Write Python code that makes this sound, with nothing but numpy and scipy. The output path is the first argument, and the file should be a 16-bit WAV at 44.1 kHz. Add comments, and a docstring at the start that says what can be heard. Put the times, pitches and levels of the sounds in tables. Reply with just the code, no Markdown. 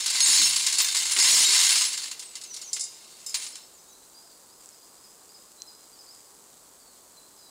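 """A chain on a metal sheet

A chain is hauled twice over a metal sheet in a forest. Its links strike the sheet and make it ring:
a loud jangle that slackens into single clinks. Small birds whistle in the trees, dry leaves and twigs
crackle, and the air hisses faintly. The microphone's electronics add a thin buzz, and its limiter
(an automatic volume control) flattens both hauls."""
import sys
import numpy as np
from scipy import signal
from scipy.fft import rfft, irfft
from scipy.io import wavfile
from scipy.ndimage import uniform_filter1d

SR = 44100
rng = np.random.default_rng(int(sys.argv[2]) if len(sys.argv) > 2 else 0)


def transcribe(signal):
    """Save signal, clipped to [-1, 1], as a 16-bit WAV file at the path in sys.argv[1]."""
    frames = np.atleast_2d(signal).T
    limited = np.clip(frames, -1, 1)
    pcm = np.round(limited * 32767).astype(np.int16)
    wavfile.write(sys.argv[1], SR, pcm)


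N = 330750
TIME = np.arange(N) / SR

# The two hauls on the chain and its last short slide: start_s, length_s, force_db
HAULS = [(0.194, .27, -11.5), (1.18, .27, -6), (1.462, .28, -19), (3.37, .1, -37.5)]
# The chain drags along and slackens: time_s, force_db
DRAG = [(0, -29.5), (.05, -32), (.12, -26.5), (1.101, -28), (1.649, -22), (1.83, -25), (1.88, -32),
        (2.07, -36.5), (2.169, -50.5), (3.1, -53), (3.521, -47.5), (3.721, -67)]
# Heavy blows of the chain on the sheet: start_s, level_db, midrange_db
BLOWS = [(.06, -12.5, -21), (.101, -14, -29), (0.148, -19.5, -3), (0.18, -17.5, -34), (.204, -3.5, -21.5),
         (0.507, -14, -21), (.56, -9.5, -22), (0.62, -17, -41), (0.665, -8.5, -25.5), (.725, -13.5, -54),
         (0.784, -9, -48), (.803, -7.5, -20), (0.885, -17, -28), (0.948, -12.5, -18), (.967, -10, -26),
         (0.988, -15, -24), (1.119, -11.5, -33), (1.163, -14.5, -6), (1.188, -8.5, -16), (1.459, -8.5, -34),
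         (1.756, -9.5, -17.5), (1.81, -14.5, -20), (1.931, -17.5, -28), (1.976, -19, -23),
         (2.038, -22, -24), (2.113, -23, -20), (2.194, -24, -31), (2.222, -30.5, -19), (2.354, -23, -24),
         (2.413, -28, -25), (2.437, -26, -38), (2.541, -26, -32), (2.564, -25, -38), (2.615, -26, -40),
         (2.763, -22.5, -16), (3.343, -13.5, -20.5), (3.354, -20.5, -23), (3.43, -30.5, -26),
         (3.464, -25, -23), (3.554, -28, -22)]
# The sheet's natural tones (ring_s is the time to fade by 60 dB): pitch_hz, level_db, ring_s
SHEET_TONES = [(1035, -17.5, 0.12), (1587, -15.5, 0.1), (2056, -7, 0.064), (2417, -18.5, 0.49),
               (3770, -3.5, 0.026), (4092, -2.5, 0.024), (4522, 4.5, 0.012), (5145, -3.5, 0.028),
               (5320, 3.5, 0.11), (6530, 2.5, 0.05), (7060, 3, 0.018), (7390, -1, 0.031),
               (8330, -0.5, 0.011), (9610, -0.5, 0.027)]
# The tone colour of a link striking the sheet: pitch_hz, level_db
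CLATTER_COLOUR = [(60, -57), (140, -37.5), (300, -20), (560, -26.5), (950, -9), (1700, -10.5), (2200, -4.5),
                  (3200, -2.5), (4600, 1.5), (5950, -2), (7200, 2), (10100, -5.5), (10700, -11.5),
                  (12500, -18.5), (15800, -22.5)]
# Single links ringing out clearly: start_s, pitch_hz, level_db
PINGS = [(.207, 4250, -11.5), (.21, 6540, -6), (.21, 5070, -12.5), (0.211, 9750, -13), (.235, 8230, -12),
         (.298, 6670, -13), (0.301, 9670, -16), (.43, 14000, -32), (.49, 9760, -27), (.57, 10250, -32),
         (.815, 13600, -29), (.815, 15500, -35), (1.119, 9630, -25), (1.315, 6780, -5), (1.355, 8070, -5.5),
         (1.395, 9590, -9.5), (1.447, 3810, -10), (1.708, 9780, -24.5), (1.86, 10000, -29),
         (3.264, 5200, -33), (3.295, 5150, -37), (3.345, 15200, -46), (3.36, 9360, -33), (3.43, 9300, -39),
         (3.475, 9400, -39.5), (3.526, 5260, -45), (3.627, 5340, -48)]
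# Clinks of the chain's loose end: start_s, level_db, sparkle_db
CLINKS = [(2.731, -30, -11), (2.795, -36, -20), (2.808, -32, -20), (2.838, -38.5, -18), (3.263, -38.5, 1),
          (3.294, -43, 5)]
# The loose end's natural tones: pitch_hz, level_db, ring_s
END_TONES = [(2150, -16.5, 0.63), (2820, -23, 0.82), (3741, -9.5, 0.79), (4970, -3, 0.6), (5270, -6, 0.18),
             (6422, -0.5, 0.22), (6853, -3, 0.3), (7320, 8, 0.12), (7680, 4, 0.13), (9300, 3, 0.089)]
# Its highest tones, which only a sharp touch wakes: pitch_hz, level_db, ring_s
SPARKLE_TONES = [(9700, 3, 0.21), (13050, -1, .14), (13790, 2, .14), (15300, -5, .1)]
# The tone colour of its chatter: pitch_hz, level_db
CHATTER_COLOUR = [(400, -32), (2500, -12), (5000, 18.5), (9800, 13.5), (11400, 0), (12100, -26),
                  (15800, -40)]
# Hollow knocks of the sheet: start_s, peak_db, centre_hz
KNOCKS = [(.28, -39.5, 316), (0.391, -33.5, 288), (0.419, -45, 136), (1.171, -40.5, 367),
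          (1.471, -41.5, 401)]
# Low tones of the whole sheet flexing: pitch_hz, level_db, ring_s
FLEX_TONES = [(136, -12, 0.73), (217, 3.5, 0.19), (298, 2, 0.17), (401, 2, 0.41)]
# A nearer bird's falling whistles: start_s, length_s, from_hz, to_hz, level_db
NEAR_WHISTLES = [(2.195, 0.14, 8800, 7750, -47), (2.425, 0.13, 6830, 5720, -43),
                 (2.608, .105, 7450, 5770, -41.5), (3.72, .092, 8040, 5870, -56),
                 (3.868, 0.079, 7200, 5700, -56)]
# The warbled notes of far birds: start_s, length_s, from_hz, to_hz, level_db
FAR_WARBLE = [(3.772, 0.042, 4700, 5320, -62), (3.855, .15, 3690, 4120, -63),
              (4.135, 0.078, 4780, 4833, -54), (4.218, 0.031, 4800, 5330, -59), (4.25, .1, 5200, 4320, -59),
              (4.455, 0.1, 4030, 5200, -59.5), (4.595, .06, 5150, 4420, -59),
              (4.715, 0.048, 5450, 4730, -60), (4.82, 0.041, 4670, 5000, -56),
              (4.965, 0.038, 4500, 5100, -58), (5.032, 0.047, 5350, 4750, -54),
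              (5.28, 0.039, 4600, 5100, -56), (5.338, 0.036, 5400, 4720, -53),
              (5.57, 0.07, 3980, 4060, -53.5), (5.668, 0.045, 5220, 4800, -53),
              (5.915, 0.082, 4930, 4480, -57), (5.98, 0.047, 5500, 4720, -51.5),
              (6.062, 0.064, 3970, 5280, -51.5), (6.78, 0.17, 4900, 4200, -59.5),
              (7.157, .06, 4330, 3910, -55.5), (7.352, .14, 5160, 4710, -60),
              (7.415, 0.076, 4100, 3920, -58.5)]
# Louder scuffs in the leaves: middle_s, half_length_s, level_db
SCUFFS = [(4.665, .06, -56), (5.3, 0.45, -61.5), (6.117, 0.33, -59.5)]
# The tone colour of crackling leaves: pitch_hz, level_db
LEAF_COLOUR = [(500, -20), (2500, -8), (4800, -9), (7500, 4.5), (11000, -12), (15800, -19)]
# Twigs and dry leaves snapping: start_s, peak_db, pitch_hz
SNAPS = [(4.659, -31, 7500), (4.69, -31, 7000), (5.62, -20.5, 5940)]
# The tone colour of forest air and microphone hiss: pitch_hz, level_db
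AIR_COLOUR = [(18, -40), (30, -6), (93, -8), (402, 1.5), (645, -1.5), (1090, -0.5), (2520, -16.5),
              (3740, -9), (4490, -4), (5540, -8), (7990, -4), (10100, -5), (12500, -16.5), (13900, -4.5),
              (15800, -17.5)]
# The strength of the electronic buzz across the treble: pitch_hz, level_db
BUZZ_COLOUR = [(6500, -71), (7400, -73), (8000, -65.5), (8450, -72), (8700, -107)]
# How long the echo lasts among the trunks: pitch_hz, ring_s
FOREST_ECHO = [(200, 0.66), (2000, 1), (5000, 1), (9000, 0.64), (15000, 0.47)]


def chain(links=24):
    """Links rain on the sheet, each with its own tones; a hard haul makes the sheet sing."""
    force = chain_force()
    song_share = np.interp(20 * np.log10(force), [-25, -14], [.22, .5])
    rattle, song = np.zeros(N), np.zeros(N)
    for _ in range(links):
        tones = unit(sum(mode(hz, .11) for hz in rng.uniform(1500, 15500, size=6)))
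        knock = unit(crash(ring_s=.03) + amp(-4) * tones)
        hits = impacts(per_second=24, spread_db=2.5) * force * np.sqrt(1 - song_share)
        rattle += convolve(hits, knock) / np.sqrt(links)
    weights = unit(amp([db for _, db, _ in SHEET_TONES]))
    for weight, (hz, _, ring_s) in zip(weights, SHEET_TONES):
        # the chain's weight travels over the sheet, so each tone swells, fades and shifts on its own
        swell = amp(3.2 * drift(rate_hz=11) - 1.2)
        pitch = hz * (1 + .005 * drift(rate_hz=12))
        hits = impacts(per_second=700, spread_db=-3) * force * np.sqrt(song_share)
        song += weight * resonate(hits * swell, pitch, ring_s)
    return convolve(rattle, colour(CLATTER_COLOUR)) + song


def chain_force(stir_db=-14.5, stir_s=.023):
    """How hard the links run: the drag, the hauls and the brief stir after each blow add up."""
    drag_s, drag_db = np.transpose(DRAG)
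    power = amp(np.interp(TIME, drag_s, drag_db, right=-120)) ** 2 + haul_force() ** 2
    for start_s, db, _ in BLOWS:
        stir = amp(db + stir_db) * np.exp(-TIME[:SR] / stir_s)
        add(power, start_s, stir ** 2)
    return np.sqrt(power)


def haul_force(swell_share=.6, lag_s=.014):
    """Each haul starts with a jerk, swells and lets go; the links lag a little behind it."""
    force = np.zeros(N)
    for start_s, length_s, db in HAULS:
        arch = np.sin(np.linspace(0, np.pi, int(length_s * SR)))
        add(force, start_s, amp(db) * (1 - swell_share + swell_share * arch))
    keep = np.exp(-1 / (lag_s * SR))
    return signal.lfilter([1 - keep], [1, -keep], force)


def blows():
    """A bunch of links lands almost at once: a crack, a short crash and the sheet's ring."""
    out = np.zeros(N)
    build_up = 1 - np.exp(-TIME[:16000] / .0015)
    for start_s, db, midrange_db in BLOWS:
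        # each blow has its own amount of middle pitches, sounding fuller or thinner
        boost_db = 1.2 * (midrange_db + 20)
        shape = [(hz, level + np.interp(hz, [2500, 4500], [boost_db, 0]))
                 for hz, level in CLATTER_COLOUR]
        bunch = unit(crash(ring_s=.065) * build_up)
        crack = .18 * crash(ring_s=.0057)
        burst = convolve(unit(crack + bunch), colour(shape))
        add(out, start_s, amp(db + 14) * (burst + amp(-5) * ring(SHEET_TONES)))
    return out


def pings(count=70, low_hz=3580, high_hz=15580, twin_gap_hz=90):
    """A link that swings free rings with one clear tone, which wavers against a close twin."""
    out, force, flung = np.zeros(N), chain_force(), []
    # the running chain flings extra links at random
    for at in rng.choice(N, size=count, p=force / force.sum()):
        hz = rng.uniform(low_hz, high_hz)
        colour_db = .9 * value_at(CLATTER_COLOUR, hz)  # free links follow the clatter only in part
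        flung.append((at / SR, hz, 20 * np.log10(force[at]) - 3 + colour_db))
    build_up = 1 - np.exp(-TIME[:16000] / .006)
    for start_s, hz, db in PINGS + flung:
        ring_s = .12 * np.sqrt(hz / low_hz)  # higher pings ring longer
        twin_hz = hz + twin_gap_hz * rng.uniform(-.895, 1)
        tone = build_up * (mode(hz, ring_s) + .99 * mode(twin_hz, ring_s))
        add(out, start_s, amp(db) * tone / abs(tone).max())
    return out


def clinks():
    """The chain's loose end strikes, chatters briefly and rings on."""
    out = np.zeros(N)
    for start_s, db, sparkle_db in CLINKS:
        chatter = unit(crash(ring_s=.059) + crash(ring_s=.26))
        tick = convolve(chatter, colour(CHATTER_COLOUR))
        jingle = .7 * tick + .9 * ring(END_TONES) + .2 * amp(sparkle_db) * ring(SPARKLE_TONES)
        add(out, start_s, amp(db + 32.5) * jingle)
    return out


def sheet_knocks(db_per_octave=21.5):
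    """The chain's weight flexes the sheet: hollow knocks, each favouring the tones near one pitch."""
    out = np.zeros(N)
    for start_s, db, centre_hz in KNOCKS:
        knock = ring([(hz, level - db_per_octave * abs(np.log2(hz / centre_hz)), ring_s)
                      for hz, level, ring_s in FLEX_TONES])
        add(out, start_s, amp(db) * knock / abs(knock).max())
    return out


def bird(notes, tremor):
    """Each note is a whistle that swoops from one pitch to another and trembles a little."""
    out, tremble, flutter = np.zeros(N), drift(rate_hz=51), drift(rate_hz=64)
    for start_s, length_s, from_hz, to_hz, db in notes:
        progress = np.linspace(0, 1, int(length_s * SR))
        at = (int(start_s * SR) + np.arange(len(progress))) % N
        glide = progress + .55 * progress * (1 - progress)  # fast at first, then slower
        hz = (from_hz + (to_hz - from_hz) * glide) * (1 + tremor * tremble[at])
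        level = amp(db + 2 * flutter[at]) * signal.windows.tukey(len(at), .5)
        add(out, start_s, level * np.sin(2 * np.pi * np.cumsum(hz) / SR))
    return out


def leaves_and_twigs(rustle_from_s=2.6, rustle_db=-61):
    """Dry leaves crackle underfoot and a few twigs snap."""
    scuffs = sum((amp(db) * np.exp(-((TIME - middle_s) / half_s) ** 2 / 2)) ** 2
                 for middle_s, half_s, db in SCUFFS)
    shuffle = np.sqrt(amp(rustle_db) ** 2 * (TIME > rustle_from_s) + scuffs)
    crackle = impacts(per_second=500, spread_db=3) * shuffle
    out = convolve(crackle, colour(LEAF_COLOUR))
    for start_s, db, hz in SNAPS:
        snap = mode(hz, .004) + .6 * mode(hz * 1.1, .003) + .6 * mode(hz * .86, .002)
        add(out, start_s, amp(db) * snap / abs(snap).max())
    return out


def thicket(song):
    """Branches around the birds smear their notes."""
    return song + amp(-4) * convolve(song, crash(ring_s=.12))


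def forest_echo(sound, echoes_per_s=2500):
    """Trunks scatter the sound back in a thin tail whose treble dies first."""
    fade_in = np.clip(TIME[:SR] / .015, 0, 1)
    echoes = rng.standard_normal(SR) * (rng.random(SR) < echoes_per_s / SR) * fade_in
    hz, t, bands = signal.stft(echoes, SR, nperseg=256)
    fade_out = amp(-60 * t / value_at(FOREST_ECHO, hz)[:, None])
    tail = signal.istft(bands * fade_out, SR, nperseg=256)[1]
    return convolve(sound, unit(tail))


def air(level_db=-55.5):
    """The forest air and the microphone hiss softly and steadily."""
    return amp(level_db) * convolve(rng.standard_normal(N), colour(AIR_COLOUR, size=8192))


def buzz(pulse_hz=216.7):
    """The electronics tick at a steady rate, heard only as high overtones."""
    overtones_hz = np.arange(30, 41) * pulse_hz
    return sum(amp(value_at(BUZZ_COLOUR, hz)) * np.cos(2 * np.pi * hz * TIME) for hz in overtones_hz)


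def overload(sound, knee=.47, headroom=.39, skew=.079):
    """The microphone bends only the peaks above its knee, unevenly, adding fizz and a low rumble."""
    excess = sound - np.clip(sound, -knee, knee * (1 + skew))
    bend = headroom * np.tanh(excess / headroom) - excess
    return sound + signal.lfilter(*signal.butter(2, 70, "highpass", fs=SR), bend)


def limiter(sound, ceiling_db=-18, recovery_db_per_s=160):
    """Turns the volume down as soon as the sound passes the ceiling, then lets it come back."""
    power_db = 10 * np.log10(abs(uniform_filter1d(sound[0] ** 2, size=260)) + 1e-12)
    fall_db = TIME * recovery_db_per_s
    held_db = np.maximum.accumulate(power_db + fall_db) - fall_db
    over_db = np.maximum(held_db - ceiling_db, 0)
    return sound * amp(-signal.lfilter(np.ones(64) / 64, 1, over_db))


def mode(hz, ring_s, size=16000):
    """One fading natural tone, which takes a few cycles to build up."""
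    t = TIME[:size]
    return unit(np.sin(2 * np.pi * hz * t) * amp(-60 * t / ring_s) * (1 - np.exp(-hz * t / 2)))


def ring(tones):
    """An object rings after a blow; where it is hit, left to chance, starts each tone up or down."""
    return unit(sum(rng.choice([-1, 1]) * amp(db) * mode(hz, ring_s) for hz, db, ring_s in tones))


def crash(ring_s, size=16000):
    """Countless short tones blur into a fading burst of noise."""
    return unit(rng.standard_normal(size) * amp(-60 * TIME[:size] / ring_s))


def resonate(hits, hz, ring_s):
    """Hits keep one tone ringing while its pitch follows the curve hz."""
    turn = np.exp(2j * np.pi * np.cumsum(hz) / SR)
    keep = amp(-60 / (ring_s * SR))
    ringing = signal.lfilter([np.sqrt(1 - keep ** 2)], [1, -keep], hits / turn + 1e-18)
    smoothed = signal.lfilter(*signal.butter(2, np.mean(hz) / 10, fs=SR), ringing)
    return np.sqrt(2) * (turn * smoothed).real


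def impacts(per_second, spread_db):
    """Random clicks of uneven size, with an average power of 1."""
    sizes = amp(spread_db * np.minimum(rng.exponential(1, N), 3)) * rng.choice([-1, 1], N)
    return unit(sizes * (rng.random(N) < per_second / SR)) * np.sqrt(N)


def drift(rate_hz):
    """A smooth random wander, typically about 1 in size."""
    spectrum = rfft(rng.standard_normal(N)) / (1 + (np.fft.rfftfreq(N, 1 / SR) / rate_hz) ** 4)
    return unit(irfft(spectrum, N)) * np.sqrt(N)


def colour(points, size=2048):
    """A short click with the given tone colour: its balance of low and high pitches."""
    log_gain = np.log(amp(value_at(points, abs(np.fft.fftfreq(size, 1 / SR)))))
    spectrum = np.exp(np.conj(signal.hilbert(log_gain)))  # packs the energy at the click's start
    return unit(np.fft.ifft(spectrum).real[:size // 2])


def value_at(points, hz):
    """Reads between a table's rows, with pitch spaced in octaves."""
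    pitches, values = np.transpose(points)
    return np.interp(np.log(hz + 1), np.log(pitches + 1), values)


def convolve(sound, response):
    """Gives a sound the ring or colour of a response, keeping its length."""
    return signal.oaconvolve(sound, response)[:len(sound)]


def add(mix, start_s, sound):
    """Mixes a sound in at the given time."""
    part = mix[max(round(start_s * SR), 0):][:len(sound)]
    part += sound[:len(part)]


def amp(db):
    """Turns decibels into a volume factor."""
    return 10 ** (np.asarray(db) / 20)


def unit(sound):
    """Scales to an energy of 1."""
    return sound / np.sqrt(np.sum(sound ** 2) + 1e-20)


def scene():
    """Metal and birds among the trees, leaves close by; both channels are the same."""
    metal = chain() + blows() + sheet_knocks() + clinks() + pings()
    near, far = bird(NEAR_WHISTLES, tremor=.008), bird(FAR_WARBLE, tremor=.011)
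    near, far = thicket(near), thicket(far)
    birds = near + far + forest_echo(amp(-6) * near + amp(-3.5) * far)
    mono = metal + amp(-17) * forest_echo(metal) + birds + leaves_and_twigs() + air() + buzz()
    return np.array([mono, mono])


def record(dry):
    """The microphone overloads, the limiter holds the hauls level, and the highest treble is cut."""
    treble_cut = signal.firwin(511, cutoff=15850, window=("kaiser", 9), fs=SR)
    return signal.oaconvolve(limiter(overload(dry)), treble_cut[None], "same")


dry = scene()
out = record(dry)
transcribe(out)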